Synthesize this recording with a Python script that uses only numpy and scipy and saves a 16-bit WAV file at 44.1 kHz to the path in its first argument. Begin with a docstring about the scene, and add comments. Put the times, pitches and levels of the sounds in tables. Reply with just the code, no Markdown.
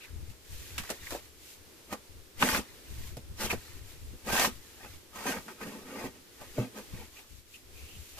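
"""Wet concrete crackles and slides on a steel shovel in a yard; then the load slaps into a footing hole.
The blade knocks on a plastic tub and scrapes gritty mortar along its wall, stroke after stroke: impacts
and stick-slip friction excite the modes of steel and plastic. In between, films of cement water burst
softly in the mix. Behind it all lies a distant hush, and a light breeze buffets the microphone."""
import sys
import numpy as np
from scipy import signal
from scipy.fft import rfft, irfft, next_fast_len
from scipy.io import wavfile

SR = 44100
rng = np.random.default_rng(int(sys.argv[2]) if len(sys.argv) > 2 else 0)


def dump(signal):
    """Clip the signal to [-1, 1] and save it as 16-bit WAV at the path in sys.argv[1]."""
    limited = np.clip(np.atleast_2d(signal).T, -1, 1)
    pcm = np.round(limited * 32767).astype(np.int16)
    wavfile.write(sys.argv[1], SR, pcm)


N = 361179

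# Spectra of the noises. Each row: frequency in Hz, relative spectral density in dB.
HUSH_SPECTRUM = [(30, -13), (100, -1), (200, -1), (360, 5), (480, -0.5), (700, -10), (1200, -13),
                 (2300, -14.5), (5000, -16), (9000, -19), (14500, -20)]  # distant outdoor sound
GUST_SPECTRUM = [(15, 0.5), (30, -21.5), (52, -0.5), (80, -1), (115, -8), (170, -20.5), (300, -25),
                 (900, -64)]  # wind on the microphone
CRACKLE_SPECTRUM = [(400, -18.5), (1000, -7), (2500, 5), (4200, 3), (5500, 2), (7200, 3.5), (8800, -1),
                    (14500, 1)]  # bursting films of water
SLIDE_SPECTRUM = [(600, -14), (900, -3.5), (1400, -2.5), (1900, 4), (2450, 2), (3100, -2), (4000, 0),
                  (9000, -15)]  # mix sliding on steel
GRAVEL_SPECTRUM = [(150, -45), (350, -4), (520, -5.5), (900, 3), (1300, -11), (1900, -2), (2700, -10),
                   (3300, -22), (6000, -25), (15000, -24.5)]  # grinding gravel
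SAND_SPECTRUM = [(500, -16.5), (1500, -3), (2800, 2.5), (3500, 0), (5200, -1.5), (7300, -1.5), (8300, -4),
                 (14500, -3.5)]  # rasping sand

# Normal modes. Each row: frequency in Hz, relative level in dB, time to decay by 60 dB in seconds.
BASE_MODES = [(120, -0.5, 0.12), (195, -5, 0.079)]  # base of the tub
WALL_MODES = [(216, -2.5, 0.074), (241, -3, 0.059), (250, -5, 0.089), (297, -12, 0.057),
              (372.5, -9.5, 0.066), (442, -10.5, 0.056), (480, -8, 0.06), (512, -10.5, 0.065),
              (614, -15, 0.054)]  # plastic wall of the tub
BLADE_MODES = [(619, -4, .05), (840, -5, .04), (892, -3, .09), (1178, 0, .11), (1271, 0, .08),
               (1487, -2, .04), (1577, -1, .1), (1834, 0, .07), (1879, -1, .06), (2047, -4, .05),
               (2246, -4, .06), (2481, -1, .13), (2614, -4, .06), (2793, -4, .05), (3262, -8, .1),
               (4837, -10, .13), (6331, -11, .13), (6728, -12, .12)]  # steel blade damped by mortar

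# Course of the distant hush. Each row: time in seconds, relative level in dB.
HUSH_LEVELS = [(0, -60.5), (0.2, -59.5), (0.44, -62), (0.7, -58), (1.35, -61.5), (1.8, -58.5), (2.3, -61),
               (2.75, -57.5), (3.301, -60), (4.15, -59), (5.05, -60.5), (5.7, -57.5), (6.25, -60),
               (6.9, -57.5), (7.45, -66.5), (7.8, -58), (8.19, -63.5)]
# Puffs of breeze. Each row: start and length in seconds, relative level in dB.
BREEZE_PUFFS = [(0.13, 0.079, -42.5), (0.28, 0.028, -49), (0.52, 0.31, -48.5), (1.023, 0.11, -48),
                (2.113, 0.13, -56), (2.39, 0.2, -48), (2.903, 0.25, -44), (3.245, 0.33, -45.5),
                (3.693, 0.45, -48.5), (4.243, .28, -45.5), (4.903, .06, -44.5), (5.28, 0.093, -50.5),
                (6.414, .05, -56), (6.936, 0.068, -40), (7.329, 0.035, -51), (7.724, 0.11, -44),
                (7.94, .06, -43)]
# The wet mix shifts. Each row: start and length in seconds, swell over the shift in dB,
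# relative levels of crackle and of sliding in dB.
MIX_SHIFTS = [(0.0, 0.041, 6.5, -62.5, -48.5), (0.29, .012, 5, -61.5, -58), (0.532, 0.33, 0, -53, -54),
              (0.80, 0.17, -2.5, -53.5, -47), (1.048, 0.1, 4.5, -49.5, -45), (1.23, .025, 2, -59, -60),
              (1.43, 0.091, 4, -55.5, -73), (2.676, .12, -5, -69, -55.5), (2.889, .19, 6, -56, -53),
              (3.608, 0.17, -2, -58, -53), (3.895, 0.026, 0, -56.5, -55.5), (3.982, 0.28, -3, -66, -75),
              (4.53, .03, 0, -57, -66), (4.62, .34, 2.5, -59.5, -56.5), (5.38, .09, -2, -58, -70),
              (6.332, 0.28, 13, -60, -58), (6.843, 0.22, 2, -60.5, -59), (7.17, 0.053, -3, -58.5, -61),
              (7.296, 0.094, 1, -60.5, -78), (7.545, 0.017, 0.5, -56.5, -68), (7.772, 0.36, 4.5, -57, -75)]
# Pebbles skid on steel. Each row: start in seconds, level in dB, pitch in Hz, length in seconds.
PEBBLE_SKIDS = [(0.0, -52.5, 2520, 0.067), (0.779, -42, 2600, 0.017), (1.023, -54, 1900, 0.027),
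                (1.063, -43, 1960, 0.019), (3.498, -30.5, 2400, 0.024), (6.915, -60, 2400, .17),
                (6.97, -56.5, 860, .08), (7.15, -55, 2530, .065), (7.535, -51.5, 2730, 0.039),
                (7.729, -59.5, 2500, .17), (7.84, -57.5, 2820, 0.16)]
# The loaded tub bumps on the soil. Each row: start in seconds, impulse level in dB.
TUB_BUMPS = [(3.173, -37), (3.53, -34), (5.664, -43), (6.040, -41), (6.585, -24.5), (6.593, -26),
             (6.934, -34.5)]
# Lumps and pebbles land. Each row: start in seconds, slap level in dB, pitch in Hz, crack level in dB.
LUMP_LANDINGS = [(0.7794, -33.5, 1860, -27.5), (0.783, -39, 196, -45), (0.795, -44, 1670, -40),
                 (0.836, -44.5, 1390, -46), (0.892, -39, 1280, -36), (0.901, -32, 410, -27.5),
                 (0.904, -39.5, 1410, -49), (1.106, -41.5, 950, -33.5), (1.121, -34.5, 530, -36.5),
                 (1.148, -34, 495, -46)]
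# Blade and stones strike the tub. Each row: start in seconds, clack level in dB, pitch in Hz,
# crack level in dB, relative level of the wall's thump in dB.
BLADE_KNOCKS = [(1.9263, -32, 786, -35, -32.5), (2.403, -39, 1800, -42, -53), (2.4240, -13, 1580, -34, -31),
                (2.4262, -13, 1300, -37, -46), (2.433, -25, 230, -44, -20.5), (2.488, -24, 1410, -27, -30),
                (2.547, -23.5, 1500, -47, -30), (2.586, -46, 377, -53, -28.5),
                (3.168, -42, 457, -40, -38.5), (3.505, -33, 1400, -37, -52), (3.528, -23.5, 470, -37, -27),
                (4.13, -53, 300, -60, -44), (4.2644, -38.5, 470, -56, -37), (4.330, -31, 850, -36, -26),
                (4.395, -29, 1000, -22.5, -30), (4.446, -21, 1210, -37, -36), (4.473, -48, 350, -35, -28.5),
                (5.255, -33.5, 533, -45, -48), (5.481, -38.5, 1080, -49, -50), (5.612, -42, 1270, -53, -45),
                (6.040, -36.5, 390, -59, -36), (6.4123, -42, 640, -48, -46), (6.580, -22.5, 450, -55, -30),
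                (6.592, -44, 400, -58, -25), (6.785, -46.5, 810, -55, -66)]
# The blade is pushed along the tub. Each row: start and length in seconds, swell over the stroke in dB,
# relative levels of grinding, of drag on the wall and of sand rasp in dB.
BLADE_STROKES = [(1.935, 0.0049, -11, -40, -41.5, -48.5), (2.419, .16, -1, -32.5, -37.5, -34),
                 (3.411, 0.049, 1, -38, -40.5, -37.5), (3.512, 0.016, -4.5, -36.5, -47, -39),
                 (4.275, 0.031, 6.5, -35.5, -39.5, -40.5), (4.327, 0.13, 4.5, -27.5, -43, -31),
                 (4.814, 0.037, 3, -48.5, -53, -62), (5.16, 0.12, 4.5, -41.5, -51, -47.5),
                 (5.27, 0.056, -2, -32.5, -36, -39), (5.341, 0.044, -6, -38.5, -40, -49),
                 (5.484, 0.032, -0.5, -51.5, -47.5, -56), (5.616, .02, 3, -40, -41.5, -50.5),
                 (5.662, 0.17, -10, -49.5, -45.5, -56), (5.859, 0.2, 11.5, -45, -44, -53.5),
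                 (6.16, .015, -3, -60, -56, -65), (6.416, 0.034, -4, -54.5, -55, -59),
                 (6.588, 0.06, -4, -46, -39, -56), (6.772, 0.019, 0.5, -46.5, -44, -50.5),
                 (6.943, .08, -1, -61, -53.5, -59), (7.190, .02, -6, -57.5, -71, -59),
                 (8.186, .05, 1, -50, -70, -48.5)]


def from_db(db):
    """Amplitude grows tenfold for every 20 dB."""
    return np.exp(np.asarray(db) * (np.log(10) / 20))


def rms_one(x):
    """Division by the root mean square gives a signal unit power."""
    return x / np.sqrt(np.mean(x ** 2) + 1e-20)


def add(out, start, sound):
    """Superposition: a short sound adds to the mix from its start in seconds."""
    part = out[..., int(start * SR):][..., :sound.shape[-1]]
    part += sound[..., :part.shape[-1]]


def cut(x, hz, kind, order=2):
    """A Butterworth low- or high-pass slopes by 6 dB per octave for each order."""
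    return signal.sosfilt(signal.butter(order, min(hz, SR / 2.2), kind, fs=SR, output="sos"), x + 1e-18)


def drift(hz):
    """Low-passed noise wanders at random with unit power, faster for a higher corner frequency."""
    pole = np.exp(-80 * np.pi * hz / SR)  # one step per 40 samples
    slow = signal.lfilter([1], [1, -2 * pole, pole * pole], rng.standard_normal(N // 40 + 2002))[2000:]
    return np.interp(np.arange(N) / 40, np.arange(len(slow)), rms_one(slow))


def coloured(x, spectrum):
    """A minimum-phase filter imposes a spectrum causally; the result has unit power."""
    size = 2 * next_fast_len(N // 2 + SR // 10)
    hz, db = np.transpose(spectrum)
    shape_db = np.interp(np.log(np.arange(size // 2 + 1) * SR / size + 1), np.log(hz), db)
    cepstrum = irfft(np.log(from_db(shape_db)))[:size // 2]
    response = np.exp(rfft(2 * cepstrum, size))
    return rms_one(irfft(rfft(x, size) * response)[..., :N])


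def swells(start, length, level_db, swell_db, rise, fall):
    """Envelopes rise and fall exponentially (dB/s), ramping by swell_db between; the loudest prevails."""
    t = np.arange(0, N + 40, 40) / SR
    since, length = t[:, None] - start, np.maximum(length, 1e-3)
    held_db = level_db + swell_db * (np.clip(since / length, 0, 1) - .5)
    db = held_db + rise * np.minimum(since, 0) - fall * np.maximum(since - length, 0)
    return np.interp(np.arange(N) / SR, t, from_db(db.max(axis=1)))


def ring(force, modes):
    """Modal superposition: a force drives damped resonators, which sum with alternating signs."""
    out = 0
    for k, (hz, db, t60) in enumerate(modes):
        radius, angle = from_db(-60 / (t60 * SR)), 2 * np.pi * hz / SR
        feedback = [1, -2 * radius * np.cos(angle), radius * radius]
        out = out + (-1) ** k * from_db(db) * signal.lfilter([0, np.sin(angle)], feedback, force + 1e-18)
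    return out


def rubbed(force, modes, wander_db):
    """Coupling to each mode varies as the contact point travels; the result has unit power."""
    return rms_one(sum((-1) ** k * ring(force * from_db(wander_db * drift(hz=10.2)), [mode])
                       for k, mode in enumerate(modes)))


def grains(per_s, spread_db, size=N):
    """Shot noise: many small clicks and a few large; the channels share lows but differ in the treble."""
    born = rng.random((3, size)) < per_s / SR
    clicks, count = np.zeros((3, size)), born.sum()
    signs = rng.choice([-1, 1], count)
    clicks[born] = signs * from_db(spread_db * np.minimum(rng.exponential(1, count), 4))
    shared = cut(clicks[0], 930, "low", order=1)
    return rms_one(shared + cut(clicks[1:], 2040, "high", order=1))


def burst(source, t60, rise):
    """A transient builds with time constant rise, then decays exponentially, 60 dB in t60 seconds."""
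    t = np.arange(source.shape[-1]) / SR
    return rms_one(source) * (1 - np.exp(-t / rise)) * from_db(-60 * t / t60)


def impact(level_db, hz, octaves, t60, crack_db):
    """A granular impact is a rattle of contacts in one band, topped by a crack and a spray of grit."""
    contacts, grit = (grains(per_s=11000, spread_db=3.5, size=SR // 4) for _ in range(2))
    low_hz, high_hz = hz / 2 ** (octaves / 2), hz * 2 ** (octaves / 2)
    band = cut(cut(contacts, high_hz, "low", order=4), low_hz, "high", order=3)
    body = burst(band, t60, rise=0.00028)
    grit = cut(cut(grit, 1500, "high"), 8800, "low", order=1)
    crack = burst(grit, t60=0.015, rise=0.00094)
    spray = from_db(-2.5) * burst(grit, t60=0.085, rise=0.0039)
    return from_db(level_db) * body + from_db(crack_db) * (crack + spray)


def air():
    """Turbulent pressure rumbles on the microphone over a distant hush, decorrelated in the treble."""
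    shared, apart = rng.standard_normal((2, N)), rng.standard_normal((2, 2, N))
    hush = coloured(shared[0] + from_db(10) * cut(apart[0], 1230, "high", order=1), HUSH_SPECTRUM)
    hush_db = np.interp(np.arange(N) / SR, *np.transpose(HUSH_LEVELS))
    rumble = coloured(shared[1] + from_db(4) * apart[1], GUST_SPECTRUM) * from_db(3.95 * drift(hz=10.8))
    puffs = swells(*np.transpose(BREEZE_PUFFS), swell_db=0, rise=500, fall=303)
    calm, balance = from_db(-63.5), from_db([[2.5], [-2.5]])
    return from_db(4.5 + hush_db) * hush + (calm + puffs) * rumble * balance


def house_echo(x, t60):
    """Reflections from the house wall and the yard merge into a dull, exponentially decaying tail."""
    t = np.arange(SR // 2) / SR
    tail = rng.standard_normal((2, len(t))) * from_db(-60 * t / t60) * (t > .006)
    tail /= np.linalg.norm(tail, axis=1, keepdims=True)
    return signal.fftconvolve(cut(x, 3400, "low", order=1), tail, axes=1)[:, :N]


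def yard(x):
    """Direct sound reaches the left channel a moment before the right; weak reflections follow."""
    direct = np.array([x[0], np.roll(x[1], 3)])
    return direct + from_db(-15.5) * house_echo(x, t60=0.23)


def stones(per_s, spread_db, t60):
    """Free vibration: each stone clinks as a damped sinusoid with its own pitch and stereo position."""
    out, t = np.zeros((2, N)), np.arange(SR // 20) / SR
    for when, pitch, size, side, polarity in rng.random((int(per_s * N / SR), 5)):
        hz = 480 * 20 ** pitch
        envelope = from_db(spread_db * min(-np.log(1 - size), 3) - 60 * t / t60)
        pan = np.sqrt([[side], [1 - side]])
        add(out, when * N / SR, pan * np.sign(polarity - .5) * envelope * np.sin(2 * np.pi * hz * t))
    return rms_one(out)


def wet_mix(clinks):
    """Films of cement water rupture as the mix moves; sand and pebbles slide with friction on the blade."""
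    start, length, swell_db, *levels = np.transpose(MIX_SHIFTS)
    parting, sliding = (swells(start, length, db, swell_db, rise=118, fall=200) for db in levels)
    crackle = coloured(grains(per_s=5000, spread_db=2.5), CRACKLE_SPECTRUM)
    steel = coloured(grains(per_s=2300, spread_db=3.5) + from_db(-0.5) * clinks, SLIDE_SPECTRUM)
    return from_db(4.5) * parting * crackle + from_db(-6.0) * sliding * steel


def skids():
    """Stick-slip of a pebble excites one narrow region of the blade's modes, giving a short zing."""
    out = np.zeros((2, N))
    width = 0.19  # bandwidth as a share of the pitch
    for start, level_db, hz, length in PEBBLE_SKIDS:
        band = signal.butter(2, [hz * (1 - width / 2), hz * (1 + width / 2)], "band", fs=SR, output="sos")
        slips = grains(per_s=4300, spread_db=4.5, size=SR // 4)
        zing = signal.sosfilt(band, slips)[:, :int(length * SR)]
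        add(out, start, from_db(level_db) * rms_one(zing) * signal.windows.tukey(zing.shape[1], .5))
    return out


def bumps():
    """Impulses from the ground excite the low modes of the tub's heavy base, which thuds."""
    pushes = np.zeros(N)
    for start, level_db in TUB_BUMPS:
        add(pushes, start, from_db([level_db]))
    return ring(pushes, BASE_MODES)


def splats():
    """Inelastic impact: each lump lands with a wet crack and a slap, lower for a bigger lump."""
    out = np.zeros((2, N))
    for start, slap_db, hz, crack_db in LUMP_LANDINGS:
        add(out, start, impact(slap_db, hz, octaves=1.44, t60=0.11, crack_db=crack_db))
    return out


def knocks():
    """Impact excitation: the blade clacks, more briefly the harder it hits; the compliant wall booms."""
    clacks, pushes = np.zeros((2, N)), np.zeros(N)
    light_t60, hard_db = 0.11, -24  # a knock at hard_db rattles half as long as a very light one
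    for start, clack_db, hz, crack_db, thump_db in BLADE_KNOCKS:
        t60 = light_t60 / (1 + from_db(clack_db - hard_db))
        add(clacks, start, impact(clack_db, hz, octaves=1.23, t60=t60, crack_db=crack_db))
        add(pushes, start, from_db([thump_db]))
    steel = from_db(-51.0) * ring(clacks[0], BLADE_MODES)
    boom = from_db(3.5) * ring(cut(pushes, 490, "low"), WALL_MODES)
    return clacks + steel + boom


def scraping(clinks):
    """Stick-slip friction of gravel drives the modes of blade and tub; crushed sand adds a bright rasp."""
    start, length, swell_db, grind_db, drag_db, sand_db = np.transpose(BLADE_STROKES)
    firm_db, sand_speed = -36, 0.79  # loose sand lags the blade
    speed = from_db(0.22 * (grind_db - firm_db))  # lighter strokes move more slowly
    bite, lift = 643 * speed, 507 * speed  # rise and fall in dB/s
    grind_gain = swells(start, length, grind_db, swell_db, bite, lift)
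    drag_gain = swells(start, length, drag_db, 0.84 * swell_db, bite, lift)
    rasp_gain = swells(start, length, sand_db, 0.86 * swell_db, sand_speed * bite, sand_speed * lift)

    slip = drift(hz=290)
    gravel = grains(per_s=1600, spread_db=4.0) * from_db(2.0 * slip)
    sand = grains(per_s=6000, spread_db=2.0) * from_db(0.37 * slip)
    rattle = rms_one(cut(cut(clinks, 2620, "low", order=3), 590, "high"))
    steel = rubbed(gravel, BLADE_MODES, wander_db=3.5)
    crunch = from_db(-6.0) * (coloured(gravel, GRAVEL_SPECTRUM) + steel) + from_db(-7) * rattle
    wall = from_db(-1) * rubbed(cut(gravel[0], 188, "high", order=3), WALL_MODES, wander_db=2.0)
    rasp = from_db(3.5) * coloured(sand + from_db(-5.0) * clinks, SAND_SPECTRUM)
    return grind_gain * crunch + drag_gain * wall + rasp_gain * rasp


def scene():
    """The sounds of the shovel work superpose, reflect in the yard and join the hush and the breeze."""
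    clinks = stones(per_s=700, spread_db=3.0, t60=0.061)
    work = scraping(clinks) + wet_mix(clinks) + knocks() + bumps() + splats() + skids()
    return yard(work) + air()


def record(dry):
    """Band limiting: a steep elliptic low-pass removes the highest treble."""
    cutoff_hz = 14600
    return signal.sosfilt(signal.ellip(12, .1, 80, cutoff_hz, fs=SR, output="sos"), dry)


dry = scene()
out = record(dry)
dump(out)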